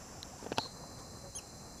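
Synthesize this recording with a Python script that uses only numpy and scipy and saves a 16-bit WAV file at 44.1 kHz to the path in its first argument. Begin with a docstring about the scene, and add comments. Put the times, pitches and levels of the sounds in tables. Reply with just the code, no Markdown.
"""A young otter gives one short, arched chirp on a swamp bank and faintly starts another:
a clean, high voice, its harmonics gliding through throat resonances, with a dull echo off the trunks.
Behind it, insects trill over a steady outdoor rush, with faint blips and rustles of dry litter.
Up close, fingers tick and bump on the hand-held camera, then its zoom motor starts with a rasp
and runs on with a thin, fluttering whine."""
import sys
import numpy as np
from scipy import signal
from scipy.fft import rfft, irfft, next_fast_len
from scipy.io import wavfile
from scipy.ndimage import map_coordinates

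SR = 44100
rng = np.random.default_rng(int(sys.argv[2]) if len(sys.argv) > 2 else 0)


def file_out(sig):
    """Save sig as 16-bit WAV at sys.argv[1]."""
    # one column per channel
    cols = np.atleast_2d(sig).T
    # limit, then scale
    lim = np.clip(cols, -1, 1)
    pcm = np.round(lim * 32767).astype(np.int16)
    wavfile.write(sys.argv[1], SR, pcm)


N = 79380

# Colour of the low rush and of the deep bass under it. Each row: frequency in Hz, relative level in dB.
RUSH_EQ = [(12, -27), (25, -6.5), (80, -2), (170, -0.5), (260, -3.5), (400, -8.5), (530, -6), (640, -8),
           (780, -6.5), (950, -12), (1150, -11), (1500, -19.5), (1850, -17.5), (2100, -41.5), (4400, -61)]
BASS_EQ = [(12, -64), (30, -13), (85, -3.5), (130, -9), (250, -19), (600, -86)]
# Level rides of those two beds. Each row: time in seconds, level in dB.
RUSH_RIDE = [(0, -52), (.2, -53), (.45, -53), (.7, -52.5), (1, -52), (1.25, -51.5), (1.45, -54.5),
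             (1.7, -51.5), (1.8, -53.5)]
BASS_RIDE = [(0, -62), (.3, -59.5), (.45, -57.5), (.8, -67), (1, -58.5), (1.25, -55), (1.45, -63.5),
             (1.8, -55.5)]
# Colour of the hiss, full at first and thinner later. Each row: frequency in Hz, relative level in dB.
FULL_HISS_EQ = [(1200, 5.5), (2100, 0), (2600, 1.5), (3350, -4.5), (3750, -3), (4100, -4.5), (4550, 0),
                (5400, 9.5), (6700, 4.5), (7400, 8.5), (8400, -5.5), (10000, -4), (15000, -14)]
THIN_HISS_EQ = [(1200, -28), (2100, -4.5), (2700, -8), (3200, -18.5), (3750, -11), (4600, -5), (5200, 1.5),
                (5700, 0), (6400, -0.5), (7400, 0.5), (8200, -4), (9000, -5.5), (10500, -9), (15000, -17)]
# Insect trills. Each row: pitch in Hz, sweep either way in Hz, roughness in radians,
# pulses per second, pulse depth from 0 to 1, level in dB.
TRILLS = [(7200, 200, 0.8, 40, 0.8, -64.5), (6037, 166, 0.17, 36, 0.57, -64)]
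# Hollow blips on the bank. Each row: centre in seconds, length in seconds, pitch in Hz,
# wavers per second, level in dB.
BLIPS = [(0.337, 0.017, 765, 40, -52), (0.398, 0.021, 945, 180, -53), (0.66, 0.011, 1030, 150, -46.5),
         (0.661, 0.024, 488, 115, -50.5), (0.839, 0.007, 994, 170, -50), (0.839, 0.0087, 539.5, 120, -48),
         (1.022, 0.071, 1050, 220, -58), (1.261, 0.075, 554.5, 25, -53.5)]
# Rustles in the litter. Each row: centre in seconds, length in seconds, level in dB.
LITTER_RUSTLES = [(0.392, 0.036, -61), (.435, .04, -59), (0.676, 0.13, -62), (.995, 0.022, -56.5)]
# Colour of dry litter. Each row: frequency in Hz, relative level in dB.
LITTER_EQ = [(800, -8), (1500, 7), (2700, -8), (4000, 2), (8500, 2.5), (15000, -18)]
# Finger bumps on the camera. Each row: start in seconds, thump level in dB, thump pitch in Hz,
# click level in dB, click low-pass in Hz, ring level in dB.
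FINGER_BUMPS = [(0.426, -37.5, 324, -60, 3030, -43), (0.4303, -40, 246, -62, 3000, -57),
                (0.4432, -36, 326, -47, 5000, -48), (0.4637, -27.5, 505, -54, 5000, -37.5),
                (0.4679, -32.5, 370, -43, 5040, -55), (.5190, -20.5, 424, -34, 4430, -31),
                (.5260, -36, 614, -29, 4380, -52), (0.5748, -61, 710, -37, 5900, -36.5),
                (0.5829, -17.5, 570, -18.5, 14000, -23), (.5872, -35, 810, -36, 6000, -28.5)]
# Modes of the camera body. Each row: frequency in Hz, gain in dB, seconds to fall 60 dB.
BODY_MODES = [(120, -3.5, 0.067), (286, -2.5, 0.032), (446, -8.5, 0.02), (690, -7, 0.035),
              (867, 2.5, 0.029), (1583, 2, 0.0087)]
# Colour of a bump's click and of the plastic tick. Each row: frequency in Hz, relative level in dB.
CLICK_EQ = [(300, -39), (1500, 6.5), (2050, -6.5), (2700, 8), (4000, 2), (5700, 3), (7200, -13),
            (8800, -24), (10500, -6), (15000, -29)]
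TICK_EQ = [(1000, -18), (2000, 1), (2700, 6), (4200, -14), (6000, 9.5), (8300, -14), (10000, -10),
           (15000, -16)]
# Resonances of the lens barrel. Each row: centre in Hz, width in Hz, gain in dB.
BARREL_RESONANCES = [(4060, 37, -4), (4176, 210, 3.5), (4860, 76, 3.5)]
# Where the motor catches in each turn. Each row: place from 0 to 1, half-width in turns,
# depth from 0 to 1.
MOTOR_CATCHES = [(.05, .05, .9), (.2, .05, .7), (.6, 0.056, 0.1)]
# Response of the otter's throat and mouth. Each row: frequency in Hz, gain in dB.
THROAT_EQ = [(2500, -10), (2850, -5.5), (3200, -16), (4900, -10), (5300, -8), (5700, 2.5), (6600, -2),
             (7800, -22), (8800, -17), (9450, -9), (9850, 0.5), (10200, -18), (10800, -7), (12300, -24),
             (13200, -24), (15000, -31)]
# The arched chirp and the faint start of the next. Each row: time in seconds, pitch in Hz,
# level in dB ahead of the throat.
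ARCHED_CHIRP = [(1.352, 3090, -44), (1.357, 3230, -44), (1.363, 3274, -42), (1.369, 3314, -41.5),
                (1.375, 3220, -44), (1.381, 3140, -45.5), (1.387, 2920, -43.5), (1.391, 2690, -43.5),
                (1.396, 2510, -46)]
FAINT_CHIRP = [(1.779, 3430, -56), (1.79, 3380, -59), (1.81, 3800, -51)]


def amp(db):
    """Decibels to gain."""
    return 10 ** (np.asarray(db) / 20)


def unit(x):
    """Scaled to rms 1."""
    return x / np.sqrt(np.mean(x ** 2) + 1e-20)


def clock():
    """Time of every sample in seconds."""
    return np.arange(N) / SR


def eq_db(curve, hz):
    """An EQ curve's dB value at hz, on a log frequency axis."""
    points_hz, db = np.transpose(curve)
    return np.interp(np.log(hz + 1), np.log(points_hz + 1), db)


def ramp(start, length):
    """A straight fade-in from 0 to 1."""
    return np.clip((clock() - start) / length, 0, 1)


def decay(start, t60):
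    """Silent before the start, then falling 60 dB every t60 seconds."""
    age = clock() - start
    return (age >= 0) * amp(-60 * np.maximum(age, 0) / t60)


def swell(centre, length):
    """A smooth rise and fall."""
    return np.exp(-((clock() - centre) / length * 2) ** 2)


def ring(start, hz, t60):
    """A damped sine."""
    return decay(start, t60) * np.sin(2 * np.pi * hz * (clock() - start))


def wobble(rate):
    """A smooth random curve with rate new values a second."""
    return map_coordinates(rng.standard_normal(N // 8), [clock() * rate], mode="wrap")


def filtered(x, response):
    """x through a frequency response."""
    size = next_fast_len(N + SR // 4)
    return irfft(rfft(x, size) * response(np.fft.rfftfreq(size, 1 / SR)), size)[:N]


def noise(curve):
    """Noise of rms 1, coloured by an EQ curve."""
    return unit(filtered(rng.standard_normal(N), lambda f: amp(eq_db(curve, f))))


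def bell(f, hz, width):
    """A resonance with steep skirts."""
    return 1 / (1 + ((f - hz) / width * 2) ** 4) ** .5


def outdoor_bed(flutter_db=1.95, full_hiss_db=-55, thin_hiss_db=-58.5):
    """A low, restless rush over deep bass, and a high hiss that crossfades to a thinner one."""
    rush_db = np.interp(clock(), *np.transpose(RUSH_RIDE))
    rush = noise(RUSH_EQ) * amp(rush_db + flutter_db * wobble(25.17))
    bass = noise(BASS_EQ) * amp(np.interp(clock(), *np.transpose(BASS_RIDE)))
    crossfade = ramp(start=.657, length=.048)
    full_hiss = amp(full_hiss_db) * noise(FULL_HISS_EQ)
    thin_hiss = amp(thin_hiss_db) * noise(THIN_HISS_EQ)
    return rush + bass + (1 - crossfade) * full_hiss + crossfade * thin_hiss


def insects(flicker_db=1.44):
    """Distant trills: every pulse swells and arches in pitch."""
    out = np.zeros(N)
    for hz, sweep_hz, roughness, rate, depth, db in TRILLS:
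        pulse = np.cos(2 * np.pi * rate * clock() + .093 * wobble(8.2))
        phase = 2 * np.pi * np.cumsum(hz + sweep_hz * pulse) / SR
        tone = np.sin(phase + 2 * wobble(60) + roughness * wobble(500))
        out += amp(db) * unit(tone * (1 + depth * pulse) * amp(flicker_db * wobble(49.6)))
    return out


def hollow_blips():
    """Faint, wavering tones that swell and vanish."""
    out = np.zeros(N)
    for centre, length, hz, waver_rate, db in BLIPS:
        tone = unit(np.sin(2 * np.pi * hz * clock() + wobble(waver_rate)))
        out += amp(db) * swell(centre, length) * tone
    return out


def dry_litter():
    """Short rustles: soft swells of crisp noise."""
    return noise(LITTER_EQ) * sum(amp(db) * swell(at, length) for at, length, db in LITTER_RUSTLES)


def finger_bumps(push_half_width_cycles=.42, rattle_db=-22, low_cut_hz=102):
    """Each bump pushes the camera out and back, clicks (duller for a soft finger) and rings its body."""
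    out = np.zeros(N)
    for start, thump_db, thump_hz, click_db, top_hz, ring_db in FINGER_BUMPS:
        cycle = (clock() - start) * thump_hz - .5
        thump = np.sin(2 * np.pi * cycle) * np.exp(-(cycle / push_half_width_cycles) ** 2)
        click = filtered(noise(CLICK_EQ), lambda f: 1 / (1 + (f / top_hz) ** 8))
        rattle_tail = amp(rattle_db) * decay(start, t60=.035)
        click *= ramp(start, .0006) * (decay(start, t60=.0085) + rattle_tail)
        # Every hit rings the modes at slightly different levels and tunings.
        body = sum(amp(db + rng.normal(0, 1)) * ring(start, hz * (1 + rng.normal(0, .012)), t60)
                   for hz, db, t60 in BODY_MODES)
        body *= ramp(start, .0025)
        out += amp(thump_db) * thump + amp(click_db) * click - amp(ring_db) * body
    return filtered(out, lambda f: 1j * f / (low_cut_hz + 1j * f))


def finger_tick(start=.2297, snap_db=-34.5, ping_db=-23):
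    """A tiny plastic snap with one short ringing mode."""
    snap = noise(TICK_EQ) * decay(start, t60=.0066)
    ping = ring(start, hz=4050, t60=.0074) * ramp(start, .0011)
    return amp(snap_db) * snap + amp(ping_db) * ping


def gear_buzz(turn_hz, lowest_hz, count=140):
    """High harmonics of the motor's turn rate, coloured by the lens barrel."""
    harmonics = turn_hz * np.arange(count)
    gains = sum(amp(db) * bell(harmonics, hz, width) for hz, width, db in BARREL_RESONANCES)
    return unit(sum(gain * np.sin(2 * np.pi * (hz * clock() + offset))
                    for hz, gain, offset in zip(harmonics, gains, rng.random(count)) if hz > lowest_hz))


def motor_whine(hz, surge_hz=44.5, surge_db=10.5):
    """A thin, wavering tone, louder and higher while the lens gets going."""
    surge = swell(centre=.65, length=.1194)
    phase = 2 * np.pi * np.cumsum(hz + surge_hz * surge) / SR + .5 * wobble(20)
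    return np.sqrt(2) * np.sin(phase) * amp(surge_db * surge)


def motor_whirr(turn, hz=4804, sag_hz=395):
    """A second tone that swells and sags in pitch as each turn runs from 0 to 1."""
    phase = 2 * np.pi * np.cumsum(hz - sag_hz * (turn - .5)) / SR + .5 * wobble(67)
    return np.sin(np.pi * turn) * np.sin(phase)


def motor_rasp(start, hold_s=.074, t60=.23):
    """The start-up rasp: a narrow band of noise that holds briefly, then dies away."""
    band = unit(filtered(rng.standard_normal(N), lambda f: bell(f, hz=4150, width=430)))
    return band * amp(-60 * np.maximum(clock() - start - hold_s, 0) / t60)


def zoom_motor(start=.56, turn_hz=38.44, whine_hz=4095, fade_db_per_s=-2.5):
    """The motor rasps into life and runs on: gears buzz while whine and whirr catch in every turn."""
    turn = turn_hz * clock() % 1
    flutter = 1 - sum(depth * np.exp(-(((turn - place + .5) % 1 - .5) / half_width) ** 2)
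                      for place, half_width, depth in MOTOR_CATCHES)
    gears = amp(-62) * gear_buzz(turn_hz, lowest_hz=whine_hz * 7 / 8)
    whine = amp(-62) * motor_whine(whine_hz) * flutter
    whirr = amp(-68.5) * unit(motor_whirr(turn) * flutter)
    running = (gears + whine + whirr) * amp(fade_db_per_s * (clock() - start))
    rasp = amp(-45) * motor_rasp(start)
    return ramp(start, length=.029) * (running + rasp)


def trunk_echo(x, wet_db=-12, top_hz=7000):
    """Adds a short, dull echo from trunks and ground."""
    tail = rng.standard_normal(N) * decay(0, t60=.22) * ramp(0, .006)
    echo = signal.fftconvolve(x, tail / np.linalg.norm(tail))[:N]
    return x + amp(wet_db) * filtered(echo, lambda f: 1 / (1 + (f / top_hz) ** 4))


def otter_chirp(contour, harmonics=5, jitter=.003, shimmer_db=.3, edge_s=.0021):
    """A clean harmonic voice whose overtones glide through the resonances of the throat."""
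    times, hz, db = np.transpose(contour)
    pitch = np.interp(clock(), times, hz) * (1 + jitter * wobble(900))
    phase = 2 * np.pi * np.cumsum(pitch) / SR
    voice = sum(amp(eq_db(THROAT_EQ, k * pitch) - shimmer_db * wobble(280)) * np.sin(k * phase)
                for k in range(1, harmonics + 1))
    gate = ramp(times[0] - edge_s, edge_s) * (1 - ramp(times[-1], edge_s))
    return np.sqrt(2) * voice * gate * amp(np.interp(clock(), times, db))


def scene():
    """Mono mix of the otter with its echo, the bank's ambience and the camera's own noises."""
    otter = trunk_echo(otter_chirp(ARCHED_CHIRP) + otter_chirp(FAINT_CHIRP))
    ambience = insects() + hollow_blips() + dry_litter() + outdoor_bed()
    camera = finger_bumps() + finger_tick() + zoom_motor()
    return (otter + ambience + camera)[None]


def record(dry):
    """The camera keeps nothing above its band limit."""
    top_hz = 15150
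    return filtered(dry[0], lambda f: f < top_hz)[None]


dry = scene()
out = record(dry)
file_out(out)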